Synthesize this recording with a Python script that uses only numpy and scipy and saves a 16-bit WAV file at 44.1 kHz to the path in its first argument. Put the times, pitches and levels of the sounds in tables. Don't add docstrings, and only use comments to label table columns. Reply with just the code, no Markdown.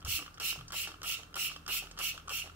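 import sys
import numpy as np
from scipy import signal
from scipy.fft import rfft, irfft
from scipy.io import wavfile
from scipy.ndimage import uniform_filter1d

SR = 44100
rng = np.random.default_rng(int(sys.argv[2]) if len(sys.argv) > 2 else 0)


def boost_factor(decibels):
    exponent = np.asarray(decibels, float) / 20
    return 10 ** exponent


def pcm_store(signal):
    levels = np.round(np.clip(np.atleast_2d(signal), -1, 1) * 32767)
    wavfile.write(sys.argv[1], SR, levels.astype(np.int16).T)


N = 112454

# f/Hz, level/dB
ROOM_AIR = [(12, 0), (20, -19), (68, 6.5), (949, -9.5), (1330, 1.5), (1960, -16), (2750, -13),
            (3740, -17.5), (16000, -25.5)]
# f/Hz, likeness/1
AIR_LIKENESS = [(60, 0.86), (290, 0.61), (1400, 0.07), (3000, 0.07)]
# f/Hz, level/dB
HUM_PARTIALS = [(40.3, -60.5), (80.6, -61), (121, -71.5), (161.2, -65), (282, -77.5), (296, -70.5),
                (398, -75)]
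# t/s, level/dB, f/Hz, t60/s
BODY_KNOCKS = [
    (.046, -36.5, 71.2, 0.28),
    (0.082, -32.5, 87.5, 0.11),
    (0.141, -38.5, 73.6, 0.094),
    (.182, -49, 304.7, 0.19),
    (0.215, -47, 287, 0.11),
    (0.576, -44.5, 153, 0.22),
    (.595, -47.5, 117, 0.31),
    (0.879, -55, 309.4, 0.33),
]
# t/s, pop level/dB, whistle level/dB, hiss level/dB, length/s
SQUEEZES = [
    (0.0485, -50, -38.5, -35, 0.17),
    (0.399, -44.5, -38, -37, .16),
    (0.721, -46, -39.5, -39.5, .16),
    (1.031, -46.5, -37.5, -39, .15),
    (1.3556, -43, -37, -38, .16),
    (1.6785, -43.5, -37, -36.5, 0.15),
    (1.9887, -42.5, -37, -38.5, .15),
    (2.2933, -45.5, -39, -42, .15),
]
# t/s, level/dB
PUMP_SUCKS = [
    (0.191, -49.5),
    (0.551, -52),
    (.873, -48.5),
    (1.186, -55),
    (1.501, -55),
    (1.82, -47),
    (2.138, -54),
    (2.439, -51),
]
# t/s, level/dB, brightness/dB
TRIGGER_TICKS = [(.005, -65, 13), (0.018, -51, -18), (.026, -46.5, -16), (0.191, -45, -15),
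                 (0.209, -47, -16), (0.225, -38.5, -30), (0.262, -42.5, -6), (0.279, -47, -19),
                 (0.342, -54, 9), (.375, -47.5, -12), (0.38, -46.5, -3), (0.527, -40.5, -6),
                 (0.589, -45, -10), (0.61, -41.5, -20), (0.680, -54, 13), (0.682, -59, 12),
                 (0.702, -50, -8), (.705, -45.5, 4), (0.713, -51, -3), (.853, -42.5, -12), (0.874, -36, -1),
                 (0.917, -44.5, -4), (0.941, -45.5, -24), (1.017, -39, 3), (1.189, -47, -14),
                 (1.232, -46, 0), (1.329, -52, -13), (1.342, -39, 4), (1.499, -46.5, -8), (1.515, -44, -2),
                 (1.562, -39, -1), (1.663, -39, 2), (1.749, -44.5, -15), (1.87, -43, -6),
                 (1.912, -44.5, 5.5), (1.967, -52, -3), (1.9744, -43.5, -1), (1.978, -41, 12.5),
                 (2.177, -40.5, -4), (2.198, -48.5, -10), (2.276, -45.5, -3), (2.2811, -42, 9.5),
                 (2.474, -41.5, -12), (2.497, -49, -17)]
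# f/Hz, level/dB, t60/s
HEAD_MODES = [(340, -19, .03), (580, -17, .03), (830, -13, .02), (1220, -4, .008), (1390, -1, .009),
              (1620, -6, .008), (2350, -10, .006), (2750, -7, .007), (3050, -3, .009)]
# f/Hz, level/dB
SNAP_COLOUR = [(2000, -64), (4000, 5), (5200, 12), (7300, 4), (9000, -2.5), (11000, -15.5), (16000, -20)]
# f/Hz, level/dB
SUCK_COLOUR = [(200, -20), (350, -3), (750, 0), (1000, -3), (1300, -2), (1900, -14), (2800, -12),
               (5000, -28)]
# f/Hz, width/Hz, level/dB
NOZZLE_MODES = [(2290, 130, -11), (2510, 110, -10), (2715, 105, 0), (2965, 90, -6), (3175, 80, -12)]
# f/Hz, level/dB
NOZZLE_SKIRTS = [(1500, -20), (2060, -26), (2230, 0), (3250, 0), (3600, -10)]
# f/Hz, width/Hz, level/dB
BARREL_MODES = [(1360, 70, -18)]
# f/Hz, level/dB
HISS_COLOUR = [(900, -32.5), (2000, 0), (3600, 8), (7600, 6.5), (8900, -1), (10500, 6), (13000, -18),
               (20000, -24.5)]
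# f/Hz, width/Hz, level/dB
HISS_PEAKS = [(3900, 39, 6.5), (4125, 28, 6.5), (4338, 26, 4.5), (5135, 38, 11.5), (6280, 54, 6.5),
              (7150, 31, 17.5), (8000, 22.5, 11), (13000, 2470, 2.5), (16000, 150, 10)]
# f/Hz, level/dB
SIZZLE_COLOUR = [(6000, -31), (9000, -8), (10600, -1), (13000, -8), (14500, 4.5), (16000, 3)]
# f/Hz, level/dB
PORT_DIFFERENCE = [(200, -1.5), (700, -.5), (1290, 3), (2000, 1), (2750, -3.5), (4400, -4), (7000, -1),
                   (15000, -4)]

PORT_LAG = 4


def evened(x):
    return x / np.sqrt(np.mean(x ** 2) + 1e-20)


def smoothed_noise(size):
    once = uniform_filter1d(rng.standard_normal(N), size=size)
    return evened(uniform_filter1d(once, size=size))


def read(points, hz):
    f, value = np.transpose(points)
    return np.interp(np.log(hz + 1), np.log(f + 1), value)


def colour(x, points, scale=1):
    hz = abs(np.fft.fftfreq(4096, 1 / SR))
    log_gain = np.log(boost_factor(scale * read(points, hz)))
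    spectrum = np.exp(log_gain - 1j * signal.hilbert(log_gain).imag)
    taps = np.fft.ifft(spectrum).real[:1024]
    return signal.oaconvolve(np.atleast_2d(x), taps[None], axes=1)[:, :N]


def resonate(x, peaks):
    t, taps = np.arange(1500) / SR, 0
    for k, (hz, width, db) in enumerate(peaks):
        ring = np.exp(-np.pi * width * t) * np.sin(2 * np.pi * hz * t)
        taps = taps + (-1) ** k * boost_factor(db) * 2 * np.pi * width / SR * ring
    return signal.oaconvolve(x, taps[None], axes=1)[:, :N]


def lowpass(x, hz):
    taps = signal.firwin(1201, hz, window=("kaiser", 8), fs=SR)
    return signal.oaconvolve(x, taps[None], "same")


def kitchen_air():
    hz, t = np.fft.rfftfreq(N, 1 / SR), np.arange(N) / SR
    a, b = rfft(rng.standard_normal((2, N)))
    same = np.clip(read(AIR_LIKENESS, hz), -1, 1)
    both = np.array([a, same * a + np.sqrt(1 - same ** 2) * b])
    air = irfft(both * boost_factor(read(ROOM_AIR, hz)), N)
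    hum = 0
    for f, db in HUM_PARTIALS:
        level = boost_factor(db + 1.0 + 2.6 * smoothed_noise(5000))
        hum = hum + level * np.sin(2 * np.pi * (f * t + rng.random()) + 0.85 * smoothed_noise(5000))
    return boost_factor(-59) * evened(air) + hum


def bumps():
    t, knocks = np.arange(N) / SR, 0
    for start, db, hz, t60 in BODY_KNOCKS:
        decay = boost_factor(db - 60 * np.maximum(t - start, 0) / t60)
        attack = np.clip((t - start) / 0.002, 0, 1)
        knocks = knocks + decay * attack * np.sin(2 * np.pi * hz * (t - start))
    return knocks


def echoes(t60, first, step):
    size = SR // 2
    taps, t = np.zeros((2, size)), np.arange(size) / SR
    at = np.arange(first, size - step, step)
    jitter = rng.integers(0, step, (2, len(at)))
    np.put_along_axis(taps, at + jitter, rng.choice([-1., 1.], (2, len(at))), 1)
    low = signal.lfilter([.45], [1, -.55], taps)
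    taps = low * boost_factor(-60 * t / t60) + (taps - low) * boost_factor(-60 * t / (0.12 * t60))
    taps = taps / np.linalg.norm(taps, axis=1, keepdims=True)
    return signal.lfilter([1, -1], [1, -.85], taps)


def burst(start, t60, rise=.0002):
    t = np.arange(N) / SR
    return np.clip((t - start) / rise, 0, 1) * boost_factor(-60 * np.maximum(t - start, 0) / t60)


def trigger():
    knock, snap, suck, crack = np.zeros((4, N))
    for start, db, bright_db in TRIGGER_TICKS:
        knock += boost_factor(db) * burst(start - .0005, .016, .001)
        snap += boost_factor(db + bright_db) * burst(start, 0.038)
    for start, pop_db, *_ in SQUEEZES:
        knock += boost_factor(pop_db - 1.5) * (burst(start, 0.071) + burst(start + 0.0092, .08))
        snap += boost_factor(-33) * (burst(start, .012) + .2 * burst(start, .06))
        suck += boost_factor(-50) * 1.4 * burst(start + .008, .15, .01)
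        crack += boost_factor(-33) * burst(start, .012)
    for start, db in PUMP_SUCKS:
        suck += boost_factor(db) * burst(start, .22, 0.0033)

    knock_noise, snap_noise, suck_noise = rng.standard_normal((3, N))
    tau = np.arange(2500) / SR
    ring = sum(boost_factor(db - 60 * tau / t60) * np.sin(2 * np.pi * hz * tau) for hz, db, t60 in HEAD_MODES)
    rung = signal.oaconvolve(knock * np.sign(knock_noise), ring / np.linalg.norm(ring))
    head = colour(rung, [(150, -28), (330, -8), (950, -7), (1150, 0)])
    bubbles = evened(uniform_filter1d(rng.standard_normal(N), size=130))
    gurgle = evened(colour(suck_noise * boost_factor(4.5 * bubbles), SUCK_COLOUR))
    snaps = colour(snap * snap_noise, SNAP_COLOUR)
    cracks = colour(crack * snap_noise, [(3000, -35), (8000, -5)])
    mono = (boost_factor(6.5) * head + boost_factor(-6.0) * snaps + suck * gurgle + cracks)[0]
    return np.array([np.roll(mono, PORT_LAG), mono])


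def spit():
    drops_per_s, drop_spread_db = 3000, 3
    sizes = boost_factor(drop_spread_db * np.minimum(rng.exponential(1, N), 3.5))
    drops = sizes * (rng.random(N) < drops_per_s / SR) * rng.standard_normal(N)
    flutter = boost_factor(1.5 * smoothed_noise(150))
    return (rng.standard_normal(N) + boost_factor(-7) * evened(drops)) * flutter


def splash(lag, spread):
    common, share = spit(), np.clip(spread, 0, 1)
    shared = np.array([np.roll(common, lag), common])
    return np.sqrt(1 - share) * shared + np.sqrt(share) * np.array([spit(), spit()])


def patchy(x):
    z = signal.stft(x, nperseg=256)[2]
    patches = uniform_filter1d(rng.standard_normal(z.shape[1:]), size=3, axis=0)
    patches = uniform_filter1d(patches, size=25, axis=1)
    return signal.istft(z * boost_factor(2.2 * evened(patches)), nperseg=256)[1][:, :N]


def jet():
    build, hold = 0.43, 0.59
    fizz_db, fizz_t60 = -12.5, 0.25
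    whistle, hiss, sizzle, fizz = np.zeros((4, N))
    t = np.arange(N) / SR
    for start, pop_db, whistle_db, hiss_db, length in SQUEEZES:
        u = np.clip((t - start) / length, 0, 1)
        pressure = np.sin(np.pi / 2 * np.interp(u, [0, build, hold, 1], [0, 1, 1, 0])) ** 2
        gush = boost_factor(-6 + 1.1 * (pop_db - hiss_db + 6.5)) * (t >= start) * (1 - u) ** 2
        whistle += boost_factor(whistle_db) * (pressure ** 0.56 + 0.3 * gush)
        hiss += boost_factor(hiss_db) * (pressure ** 1.27 + 0.98 * gush)
        sizzle += boost_factor(2.5 - 39.5 + 1.5 * (hiss_db + 37.5)) * (pressure ** 1.6 + 0.17 * gush)
        fizz += u ** 2 * boost_factor(fizz_db - 60 * np.maximum(t - start - length, 0) / fizz_t60)

    narrow_spray = splash(1, 0.21)
    wide_spray = patchy(splash(PORT_LAG, 0.67))
    nozzle = colour(resonate(narrow_spray, NOZZLE_MODES), NOZZLE_SKIRTS)
    tone = evened(nozzle + resonate(narrow_spray, BARREL_MODES))
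    wide = evened(colour(wide_spray, HISS_COLOUR) + resonate(wide_spray, HISS_PEAKS))
    fine = evened(colour(wide_spray, SIZZLE_COLOUR))
    dull = colour(wide, [(5000, 0), (12000, -7.5)])
    return (whistle + boost_factor(-40.5) * fizz) * tone + hiss * wide + sizzle * fine + boost_factor(-35.0) * fizz * dull


def scene():
    bottle = jet() + trigger()
    sink = boost_factor(-12) * echoes(.04, 30, 30)
    kitchen = boost_factor(-13) * echoes(.3, 300, 20)
    reflected = signal.fftconvolve(bottle[1:], sink + kitchen, axes=1)[:, :N]
    left, right = (bottle + reflected) * boost_factor(-0.5)
    ports = np.vstack([colour(left, PORT_DIFFERENCE, scale=.5), colour(right, PORT_DIFFERENCE, scale=-.5)])
    return ports + bumps() + kitchen_air()


def top_cut(x):
    return signal.sosfilt(signal.butter(12, 16820, fs=SR, output="sos"), x)


def record(dry):
    open_s, starve_s = .005, .011
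    narrow, t = lowpass(dry, 15750), np.arange(N) / SR
    wide = sum(np.clip(2 - 2 * abs(t - row[0]) / open_s, 0, 1) for row in SQUEEZES)
    starved = sum((t > row[0] - starve_s) & (t < row[0] - .001) for row in SQUEEZES)
    treble = narrow - lowpass(dry, 4000)
    lost = treble * uniform_filter1d(starved * (1 - boost_factor(-12)), size=40)
    top = boost_factor(-9) * wide * (lowpass(dry, 16500) - narrow)
    return top_cut(narrow - lost + top)


dry = scene()
out = record(dry)
pcm_store(out)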